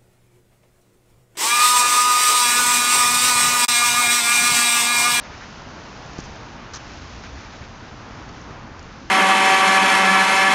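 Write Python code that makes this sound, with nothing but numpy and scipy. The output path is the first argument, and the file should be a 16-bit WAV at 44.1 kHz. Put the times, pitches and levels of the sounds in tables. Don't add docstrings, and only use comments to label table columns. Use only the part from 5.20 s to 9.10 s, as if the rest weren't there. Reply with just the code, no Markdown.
import sys
import numpy as np
from scipy import signal
from scipy.fft import rfft, irfft
from scipy.io import wavfile
from scipy.ndimage import uniform_filter1d

SR = 44100
rng = np.random.default_rng(int(sys.argv[2]) if len(sys.argv) > 2 else 0)


def pcm_store(signal):
    levels = np.round(np.clip(np.atleast_2d(signal), -1, 1) * 32767)
    wavfile.write(sys.argv[1], SR, levels.astype(np.int16).T)


N = 171990
T = np.arange(N) / SR
FREQS = np.arange(N // 2 + 1) * SR / N

# (f/Hz, relative level/dB)
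SLEET_COLOUR = [(700, -3.5), (1500, -2.5), (2500, 2.5), (3500, 0), (5000, 1), (6300, -1), (6900, -7.5),
                (7500, -5), (9000, -16.5)]
# (t/s, level/dB)
SLEET_LOUDNESS = [(0, -47), (.5, -47.5), (1.1, -46.5), (1.35, -49), (1.51, -50), (1.6, -46), (2.05, -46.5),
                  (2.4, -48.5), (2.65, -50), (3.2, -49.5), (3.5, -52.5), (3.9, -50)]
# (f/Hz, relative level/dB)
TRAFFIC_COLOUR = [(12, -25), (20, -13.5), (28, -1.5), (58, 0), (100, -2), (125, 0.5), (160, -4),
                  (250, -3.5), (400, -10), (600, -10), (900, -8), (1450, -11), (2200, -18), (3500, -25.5),
                  (7000, -43)]
# (t/s, relative level/dB)
TYRE_ROAR = [(0, 1), (.8, -0.05), (1.3, 0.5), (2.0, -0.5), (2.7, -.5), (3.45, 0), (3.9, -2.8)]
# (f/Hz, width/Hz, level/dB)
ENGINE_TONES = [(62, 14, -49.5), (85.7, 4, -51)]
# (t/s, relative level/dB)
ENGINE_SWELL = [(0, -1), (1.2, -8.5), (1.75, 1.5), (2.3, 0), (2.7, -8), (3.6, -0.5), (3.9, -4)]
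# (t/s, length/s, level/dB)
SLEEVE_STROKES = [(0.025, .055, -45.5), (0.106, .055, -44.5), (.2, 0.058, -44.5), (2.025, 0.054, -43.5),
                  (2.162, .12, -49), (2.317, .06, -46.5), (2.408, .055, -46)]
# (f/Hz, relative level/dB)
CLOTH_COLOUR = [(700, -17), (1500, 3), (2200, -3), (2800, -8), (3800, -8.5), (6500, -13), (9000, -29)]
# (t/s, level/dB)
PELLET_HITS = [(.178, -38), (.8615, -37), (.935, -40), (.984, -34), (1.002, -35), (2.037, -37.5),
               (3.0905, -38), (3.215, -43), (3.593, -36.5), (3.628, -41)]
# (f/Hz, relative level/dB)
PELLET_COLOUR = [(1500, -19), (3500, -11), (4700, 4), (6500, 4), (9000, -8.5)]
# (t/s, length/s, starting level/dB)
FINGER_SCUFFS = [(.9875, 0.023, -38.5), (1.037, 0.024, -41.5), (1.5345, 0.02, -28.5), (1.556, .019, -31.5)]
# (f/Hz, relative level/dB)
SKIN_COLOUR = [(300, -12), (900, -2), (1500, 7), (2200, -6), (3000, -6), (3800, 0), (4900, 2), (6100, 7.5),
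               (6950, -2.5), (7300, 6), (7800, -3), (8800, 0)]
# (t/s, relative level/dB, contact time/s)
FINGER_BUMPS = [(.9882, 0, .0009), (2.432, -13.5, 0.0012), (3.3086, -4.5, 0.0028)]
# (f/Hz, level/dB, time to fade by 60 dB/s)
CASE_TONES = [(182, -22.5, 0.034), (290, -17.5, .018), (467, -28, 0.011)]


def gain(db):
    return 10 ** (np.asarray(db) / 20)


def unit(x):
    return x / np.sqrt(np.mean(x ** 2))


def curve(rows):
    return np.interp(T, *np.array(rows).T)


def colour(x, points):
    hz, db = np.array(points).T
    shape_db = np.interp(np.log(np.maximum(FREQS, 1)), np.log(hz), db)
    return unit(irfft(rfft(x) * gain(shape_db), N))


def wander(per_s):
    hold = max(int(SR / per_s), 1)
    steps = np.repeat(rng.standard_normal(N // hold + 1), hold)
    return unit(uniform_filter1d(uniform_filter1d(steps, hold), hold)[:N])


def octaves(x):
    octave = np.log2(np.maximum(FREQS, 20) / 20)
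    spectrum = rfft(x)
    return [(20 * 2 ** k, irfft(spectrum * np.maximum(1 - abs(octave - k), 0), N)) for k in range(10)]


def grains(per_s, spread_db):
    size = gain(spread_db * np.minimum(rng.exponential(size=N), 6))
    return (rng.random(N) < per_s / SR) * size * rng.choice([-1, 1], N)


def rough_tone(hz, width_hz):
    phase = 2 * np.pi * np.cumsum(hz + np.zeros(N)) / SR
    return unit(wander(width_hz * 2) * np.cos(phase) + wander(width_hz * 2) * np.sin(phase))


def strokes(rows, edge_s, fade_db_per_s=0):
    loudness = np.zeros(N)
    for start, length, db in rows:
        edges = np.clip(np.minimum(T - start, start + length - T) / edge_s, 0, 1)
        loudness += edges * gain(db - fade_db_per_s * np.clip(T - start, 0, length))
    return loudness


def sleet(patter_db=-7, flicker_db=.5):
    far = rng.standard_normal(N)
    near = gain(patter_db) * unit(grains(per_s=1800, spread_db=3.5))
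    level_db = curve(SLEET_LOUDNESS) + flicker_db * wander(24.86)
    return colour(far + near, SLEET_COLOUR) * gain(level_db)


def traffic(level_db=-39, swell_db=.52, flicker_db=.85, roar_from_hz=600):
    murmur = colour(rng.standard_normal(N), TRAFFIC_COLOUR)
    shared_db = level_db + swell_db * wander(2)
    roar_db = curve(TYRE_ROAR)
    return sum(band * gain(shared_db + flicker_db * wander(14) + roar_db * (hz > roar_from_hz))
               for hz, band in octaves(murmur))


def engine():
    drone = sum(gain(db) * rough_tone(hz, width) for hz, width, db in ENGINE_TONES)
    return drone * gain(curve(ENGINE_SWELL))


def sleeve(rasp_hz=1750, rise_hz=803, rasp_db=-4.5):
    progress = sum((T >= start) * (T < start + length) * (T - start) / length
                   for start, length, _ in SLEEVE_STROKES)
    rasp = gain(rasp_db) * rough_tone(rasp_hz + rise_hz * progress, width_hz=450)
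    swish = colour(rng.standard_normal(N), CLOTH_COLOUR)
    return strokes(SLEEVE_STROKES, edge_s=.012) * (swish + rasp)


def pellets(decay_s=.002):
    bursts = sum(gain(db) * (T >= start) * np.exp(-np.maximum(T - start, 0) / decay_s)
                 for start, db in PELLET_HITS)
    return bursts * colour(rng.standard_normal(N), PELLET_COLOUR)


def finger_scuffs():
    slips = colour(grains(per_s=7000, spread_db=2), SKIN_COLOUR)
    return strokes(FINGER_SCUFFS, edge_s=.0007, fade_db_per_s=170) * slips


def finger_bumps():
    sound = np.zeros(N)
    for start, bump_db, contact_s in FINGER_BUMPS:
        age = np.maximum(T - start, 0)
        ring = sum(gain(db - 60 * age / fade_s) * np.sin(2 * np.pi * hz * age)
                   for hz, db, fade_s in CASE_TONES)
        sound += gain(bump_db) * ring * np.minimum(age / contact_s, 1)
    return sound


def scene():
    return (sleet() + traffic() + engine() + sleeve() + pellets() + finger_scuffs() + finger_bumps())[None]


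def record(dry, slope_hz=(6965, 7900), drop_db=-24, top_hz=8800):
    dulled = irfft(rfft(dry) * gain(np.interp(FREQS, slope_hz, [0, drop_db])), N)
    low_pass = signal.ellip(8, .2, 70, top_hz, fs=SR, output="sos")
    return signal.sosfilt(low_pass, dulled)


dry = scene()
out = record(dry)
pcm_store(out)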